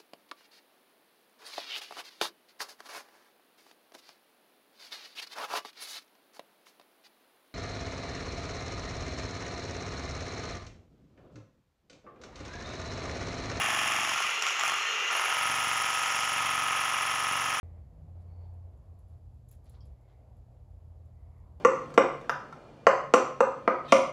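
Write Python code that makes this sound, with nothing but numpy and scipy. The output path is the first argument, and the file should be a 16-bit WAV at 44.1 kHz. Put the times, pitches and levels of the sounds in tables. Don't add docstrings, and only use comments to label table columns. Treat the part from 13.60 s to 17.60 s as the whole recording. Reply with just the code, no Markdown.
import sys
import numpy as np
from scipy import signal
from scipy.fft import rfft, irfft, next_fast_len
from scipy.io import wavfile
from scipy.ndimage import map_coordinates

SR = 44100
rng = np.random.default_rng(int(sys.argv[2]) if len(sys.argv) > 2 else 0)


def file_out(sig):
    cols = np.atleast_2d(sig).T
    lim = np.clip(cols, -1, 1)
    pcm = np.round(lim * 32767).astype(np.int16)
    wavfile.write(sys.argv[1], SR, pcm)


N = 176400

EASE_S, SHIFT_S, UPRIGHT_S = .5, 1.49, 2.8
BLOW_GIVE = .45
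WHINE_WAVER_DB = 2.5
# time_s, level_db
BLOW_FORCE = [(0, 1.5), (.5, -1), (.6, -1.5), (.68, -4.5), (.73, -7), (.815, -8), (.84, -0.5), (.9, -6.5),
              (.97, -8), (1.01, 2.5), (1.11, 1.5), (1.15, -2), (1.3, -10.5), (1.495, -8), (1.52, 1.5),
              (1.9, 0), (2.7, -0.5), (4, -1)]
# time_s, level_db
GROUND_LEVEL = [(0.0, -46), (0.56, -50), (0.59, -76), (0.66, -51), (0.71, -67), (0.86, -71), (0.88, -64),
                (0.96, -74), (1.09, -52), (1.32, -80), (1.9, -47), (2.47, -53), (2.81, -47), (3.43, -50.5),
                (3.75, -46.5), (4.0, -51)]
# time_s, level_db
WHINE_ENVELOPE = [(0, -36), (.6, -42.5), (.78, -35), (1.05, -40.5), (1.25, -34), (1.48, -32.5),
                  (1.65, -36.5), (1.85, -45), (4, -43)]


def amp(db):
    return 10 ** (np.asarray(db) / 20)


def unit(x):
    return x / np.sqrt(np.mean(x ** 2) + 1e-20)


def curve(rows):
    return np.interp(np.arange(N) / SR, *np.transpose(rows))


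def wobble(rate):
    return map_coordinates(rng.standard_normal(int(N * rate / SR) + 4), [np.arange(N) * rate / SR])


def ring(x, response):
    return signal.fftconvolve(x, response)[:N]


def colour(x, points):
    size = 8192
    hz, db = np.transpose(points)
    gain = amp(np.interp(np.log(np.fft.rfftfreq(size, 1 / SR) + 1), np.log(hz + 1), db))
    cepstrum = irfft(np.log(np.maximum(gain, 1e-6)))
    cepstrum[1:size // 2] *= 2
    cepstrum[size // 2 + 1:] = 0
    return ring(x, irfft(np.exp(rfft(cepstrum))))


def noise(spectrum):
    return unit(colour(rng.standard_normal(N), spectrum))


def turns(first_blow_s=.0425):
    # time_s, rate_hz
    crank_rate = [(0, 23.155), (.5, 23.155), (1.3, 23.21), (1.8, 23.145), (2.7, 23.15), (3, 23.168),
                  (4, 23.168)]
    angle = np.cumsum(curve(crank_rate)) / SR
    return angle - angle[round(first_blow_s * SR)]


def contact(delay_s, give):
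    # time_s, looseness
    looseness = [(0, 0), (.45, 0.06), (.6, 0.64), (.8, 1), (1.5, 0.89), (1.62, .4), (1.8, 0), (4, 0)]
    times = delay_s + np.append(0, np.flatnonzero(np.diff(np.floor(turns())))) / SR
    loose = give * np.interp(times, *np.transpose(looseness))
    late, size = rng.standard_normal((len(times), 2)).T
    at = np.round((times + .0014 * loose * late) * SR).astype(int)
    strength = amp((.5 + loose) * (size - 2))
    inside = (at >= 0) & (at < N)
    return np.bincount(at[inside], strength[inside], N)


def clatter(trains, sizes_db, spectrum, snap_db, alike=1, burst_s=.002):
    walls_db, walls_decay_s = -16, .071
    t = np.arange(SR // 6) / SR
    decay = np.hypot(np.exp(-t / burst_s), amp(walls_db) * np.exp(-t / walls_decay_s))
    decay /= np.linalg.norm(decay)
    blows = trains * amp(sizes_db)[:, None]
    bursts = sum(ring(blow, decay * rng.standard_normal(len(t))) for blow in blows)
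    repeating = unit(colour(amp(snap_db) * blows.sum(0) + bursts, spectrum))
    envelope = np.sqrt(np.abs(ring((blows ** 2).sum(0), decay ** 2)))
    fresh = unit(colour(envelope * rng.standard_normal(N), spectrum))
    return np.sqrt(alike) * repeating + np.sqrt(1 - alike) * fresh


def background():
    # frequency_hz, gain_db
    rumble = [(20, -8), (60, -11), (200, 3), (500, -11), (1500, -30)]
    return amp(-78) * noise(rumble)


def ground_hum():
    # harmonic_number, level_db
    harmonics = [(3, -10), (4, -4), (5, 0), (7, -7), (9, -7), (12, -14)]
    angle = turns()
    hum = sum(amp(db + 1.8 * wobble(8.8)) * np.sin(2 * np.pi * (k * angle + rng.random()))
              for k, db in harmonics)
    return amp(curve(GROUND_LEVEL) - 11.5) * unit(hum)


def whine_swells():
    # peak_s, half_width_s, pitch_hz, level_db
    swells = [(.62, .05, 4190, -53), (.78, .05, 4200, -47), (.98, .1, 4195, -53), (1.12, .025, 4205, -48),
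              (1.27, .09, 4190, -45.5), (1.28, .05, 1815, -35), (1.53, .07, 4185, -50)]
    t = np.arange(N) / SR
    swelling = np.zeros(N)
    for peak_s, half_width_s, hz, db in swells:
        envelope = amp(db + 2 * wobble(59.8)) * np.exp(-((t - peak_s) / half_width_s) ** 2)
        roughness = .9 * wobble(170)
        swelling += envelope * np.sin(2 * np.pi * hz * t + roughness)
    return swelling


def gears(mesh_hz=1402):
    # harmonic_number, level_db
    harmonics = [(1, -12), (2, -4), (4, -21), (8, -35)]
    phase = 2 * np.pi * np.cumsum(mesh_hz * (1 + .00397 * wobble(45))) / SR
    whine = sum(amp(db + WHINE_WAVER_DB * wobble(25.23)) * np.sin(k * phase) for k, db in harmonics)
    return amp(curve(WHINE_ENVELOPE)) * whine


def motor():
    # frequency_hz, gain_db
    roar_spectrum = [(160, -72), (290, -30), (380, -21.5), (470, -19.5), (567, -17.5), (648, -23.5),
                     (923, -10), (1000, -12.5), (1250, -1), (1340, -1), (1480, -9), (1840, -7.5),
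                     (2140, -5), (2750, -1.5), (3300, -8.5), (3910, -19.5), (4330, -19.5), (4630, -22),
                     (5470, -17.5), (6690, -12.5), (7920, -37), (11200, -35), (11800, -45), (15500, -41)]
    fan_spectrum = [(250, -40.5), (340, -9.5), (400, -1), (480, -1.5), (600, -4.5), (900, -14), (1500, -38)]
    # time_s, level_db
    roar_level = [(0, -33.5), (.45, -33.5), (.7, -31.5), (.79, -33.5), (.818, -37), (.835, -32),
                  (.9, -31.5), (1.05, -34), (1.25, -33), (1.48, -32), (1.65, -32), (1.9, -33.5),
                  (2.8, -33.5), (4, -35)]
    # pitch_hz, level_db
    partials = [(198, -32), (397, -23), (443, -23.5), (1344, -16), (2008, -9), (2408, -10.5), (2966, -14)]
    roar = noise(roar_spectrum)
    pulse_db = .47 * np.cos(2 * np.pi * (turns() - .49)) + .68 * wobble(300)
    tones = np.zeros(N)
    for hz, db in partials:
        gain = amp(db + WHINE_WAVER_DB * wobble(14.26))
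        pitch_hz = hz * (1 + .0029 * wobble(49.8))
        tones += gain * np.sin(2 * np.pi * np.cumsum(pitch_hz) / SR)
    rush = amp(-16) * noise(fan_spectrum)
    return amp(curve(roar_level) + pulse_db) * roar + amp(curve(WHINE_ENVELOPE) - 2.5) * (tones + rush)


def stray_clanks():
    # start_s, crack_db, knock_db
    blows = [(0.8232, -16.5, -28), (0.8665, -21.5, -26), (0.9961, -23, -29), (1.0355, -26, -27),
             (1.0795, -25, -32), (1.5114, -26, -30)]
    # frequency_hz, gain_db
    crack_spectrum = [(300, -50), (900, -14), (3000, -3), (4200, -7), (5400, 0), (7400, -1), (8300, -20),
                      (15000, -31)]
    knock_spectrum = [(250, -40), (650, -8), (950, -8), (1300, 0), (1700, -7), (3000, -8), (4500, -40)]
    t = np.arange(N) / SR

    def burst(start_s, decay_s):
        return (t >= start_s) * np.exp(-np.abs(t - start_s) / decay_s)

    crack = sum(amp(db + 7) * burst(start_s, decay_s=.0012) for start_s, db, _ in blows)
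    knock = sum(amp(db + 18) * burst(start_s, decay_s=.0021) for start_s, _, db in blows)
    return (colour(crack * rng.standard_normal(N), crack_spectrum)
            + colour(knock * rng.standard_normal(N), knock_spectrum))


def shoe(rebound_s=.01727):
    # pitch_hz, t60_s, first_spot_db, eased_db, second_spot_db, upright_db
    shoe_modes = [(298, 0.071, -9, -35, -38, -36), (336.4, 0.079, -7.5, -16, -40, -17),
                  (674.6, 0.34, -8, -17, -10, -9), (773.6, 0.25, -8, -23, -8, -8),
                  (853, 0.22, -14, -17, -11, -8), (931, 0.15, -15, -13, -11, -17),
                  (974.6, 0.26, -9, -11, -10, -14), (1047, 0.43, -9.5, -12, -10, -7),
                  (1097, 0.29, 1, -1.5, -19, -6.5), (1108.6, 0.28, -26, -12, -10, -5),
                  (1182, 0.19, 5, -2, -5, -24), (1225, 0.23, -32, 0, -4, 1), (1272, 0.19, -7, -12, 2, 3),
                  (1328, 0.12, -17, -9, -22, -5), (1378, 0.14, -25, 3.5, -0.5, -31),
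                  (1735, 0.13, -1, -20, -4, -2), (1990, 0.11, -30, -9, -10, -18),
                  (2816, .08, -12, -2, -5, -16), (1264, .028, 3, 0, -1, 0)]
    t = np.arange(SR // 4) / SR
    hz, t60, *stance_db = np.transpose(shoe_modes)
    modes = amp(-60 * t / t60[:, None]) * np.cos(2 * np.pi * hz[:, None] * (t + .5 / SR))
    blows = contact(0, BLOW_GIVE) + amp(-1) * contact(rebound_s, BLOW_GIVE)
    blows *= amp(curve(BLOW_FORCE))
    stance = np.searchsorted([EASE_S, SHIFT_S, UPRIGHT_S], np.arange(N) / SR)
    ringing = sum(ring(blows * (stance == k), amp(db) @ modes) for k, db in enumerate(stance_db))
    return amp(-35) * unit(ringing)


def hammer():
    # spot, delay_s, knock_db, clank_db, ping_db, sizzle_db
    contacts = [(0, 0.00024, 1.5, -5, 6, -1), (0, .0095, -9, 3, 4, 0), (0, .0135, -18, 1, 5, -2.5),
                (0, .0195, -4.5, 3, 12, -3.5), (0, 0.018, -6.5, 4.5, 2.5, 0), (0, .027, -10, 5, -9, -6),
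                (0, .034, -9, 1.5, 6, 0), (1, 0, 2.5, -1.5, 7, -7.5), (1, .007, -3, -6.5, -1, -2),
                (1, .0105, -11, -3, -0.5, -1), (1, .0135, -22, -8.5, -17, -2.5),
                (1, .018, -5, 3.5, 5.5, -4.5), (1, .0215, -14, 5, -3, 2.5), (1, .026, -13.5, -1, -12, -14),
                (1, .031, -6.5, -1, -10, -16), (1, .035, -14, -7, 5, -5), (1, .040, -9, -5, -6, -8)]
    # frequency_hz, gain_db
    ground_thud = [(25, -36), (60, -16), (100, -5), (150, -4), (205, 1), (270, -7), (350, -10), (450, -20),
                   (700, -35), (2000, -80)]
    ground_knock = [(100, -70), (250, -51), (360, -39), (480, -20), (600, -13.5), (780, -1.5), (950, -5),
                    (1150, -7), (1400, -5.5), (1650, -17), (2300, -39), (4000, -90.5)]
    housing_clank = [(850, -33.5), (1450, -4.5), (1560, -3), (1770, 3), (1920, 3.5), (2860, -4),
                     (3270, 0.5), (3650, -16), (4400, -30), (5720, -59), (9680, -120)]
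    shank_ping = [(2470, -28.5), (4200, -33), (4400, -32), (4590, -9.5), (5620, 4.5), (6130, -7.5),
                  (6780, -1), (7270, -1.5), (8200, -21), (10700, -50), (18000, -120)]
    shank_sizzle = [(4710, -35), (8000, -37), (8180, -46), (8530, -12.5), (8990, -2.5), (9900, -10),
                    (10600, 5), (11100, -5), (11600, -16), (12900, -13.5), (14000, -22), (14900, -21),
                    (15500, -12.5)]
    # time_s, level_db
    ping_level = [(0, -45.5), (.55, -43), (.78, -50), (.85, -41), (.97, -47), (1.05, -42.5), (1.25, -49.5),
                  (1.49, -57), (1.54, -44), (2.1, -40.5), (2.55, -38.5), (2.85, -43.5), (4, -43)]
    sizzle_level = [(0.0, -41), (0.01, -43.5), (0.27, -43), (0.71, -47.5), (0.81, -59), (0.83, -52),
                    (0.89, -49.5), (0.98, -60), (1.06, -41.5), (1.27, -59.5), (1.49, -73), (1.53, -44),
                    (2.03, -42.5), (2.57, -44), (3.98, -44), (4.0, -46)]
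    spots, delays, knock_db, clank_db, ping_db, sizzle_db = np.transpose(contacts)
    current_spot = np.arange(N) / SR > SHIFT_S
    trains = np.array([contact(delay, 1 if delay else BLOW_GIVE) * (current_spot == spot)
                       for spot, delay in zip(spots, delays)])
    ground_blows = amp(knock_db) @ trains * (1 + .3 * wobble(200))
    thud = unit(colour(ground_blows, ground_thud))
    knock = amp(-39) * clatter(trains, knock_db, ground_knock, snap_db=-4)
    clank = amp(-37) * clatter(trains, clank_db, housing_clank, snap_db=-9.5)
    ping = clatter(trains, ping_db, shank_ping, snap_db=-11.5, alike=.63)
    sizzle = clatter(trains, sizzle_db, shank_sizzle, snap_db=-38, alike=.7, burst_s=.0045)
    return (amp(curve(GROUND_LEVEL) - 6) * thud + amp(curve(BLOW_FORCE)) * (knock + clank)
            + amp(curve(ping_level)) * ping + amp(curve(sizzle_level)) * sizzle)


def scene():
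    mix = background() + hammer() + shoe() + ground_hum() + motor() + gears() + whine_swells() + stray_clanks()
    return mix[None]


def record(dry):
    cutoff_hz = 15600
    size = next_fast_len(N + SR // 2)
    passband = np.fft.rfftfreq(size, 1 / SR) < cutoff_hz
    return irfft(rfft(dry, size) * passband, size)[:, :N]


dry = scene()
out = record(dry)
file_out(out)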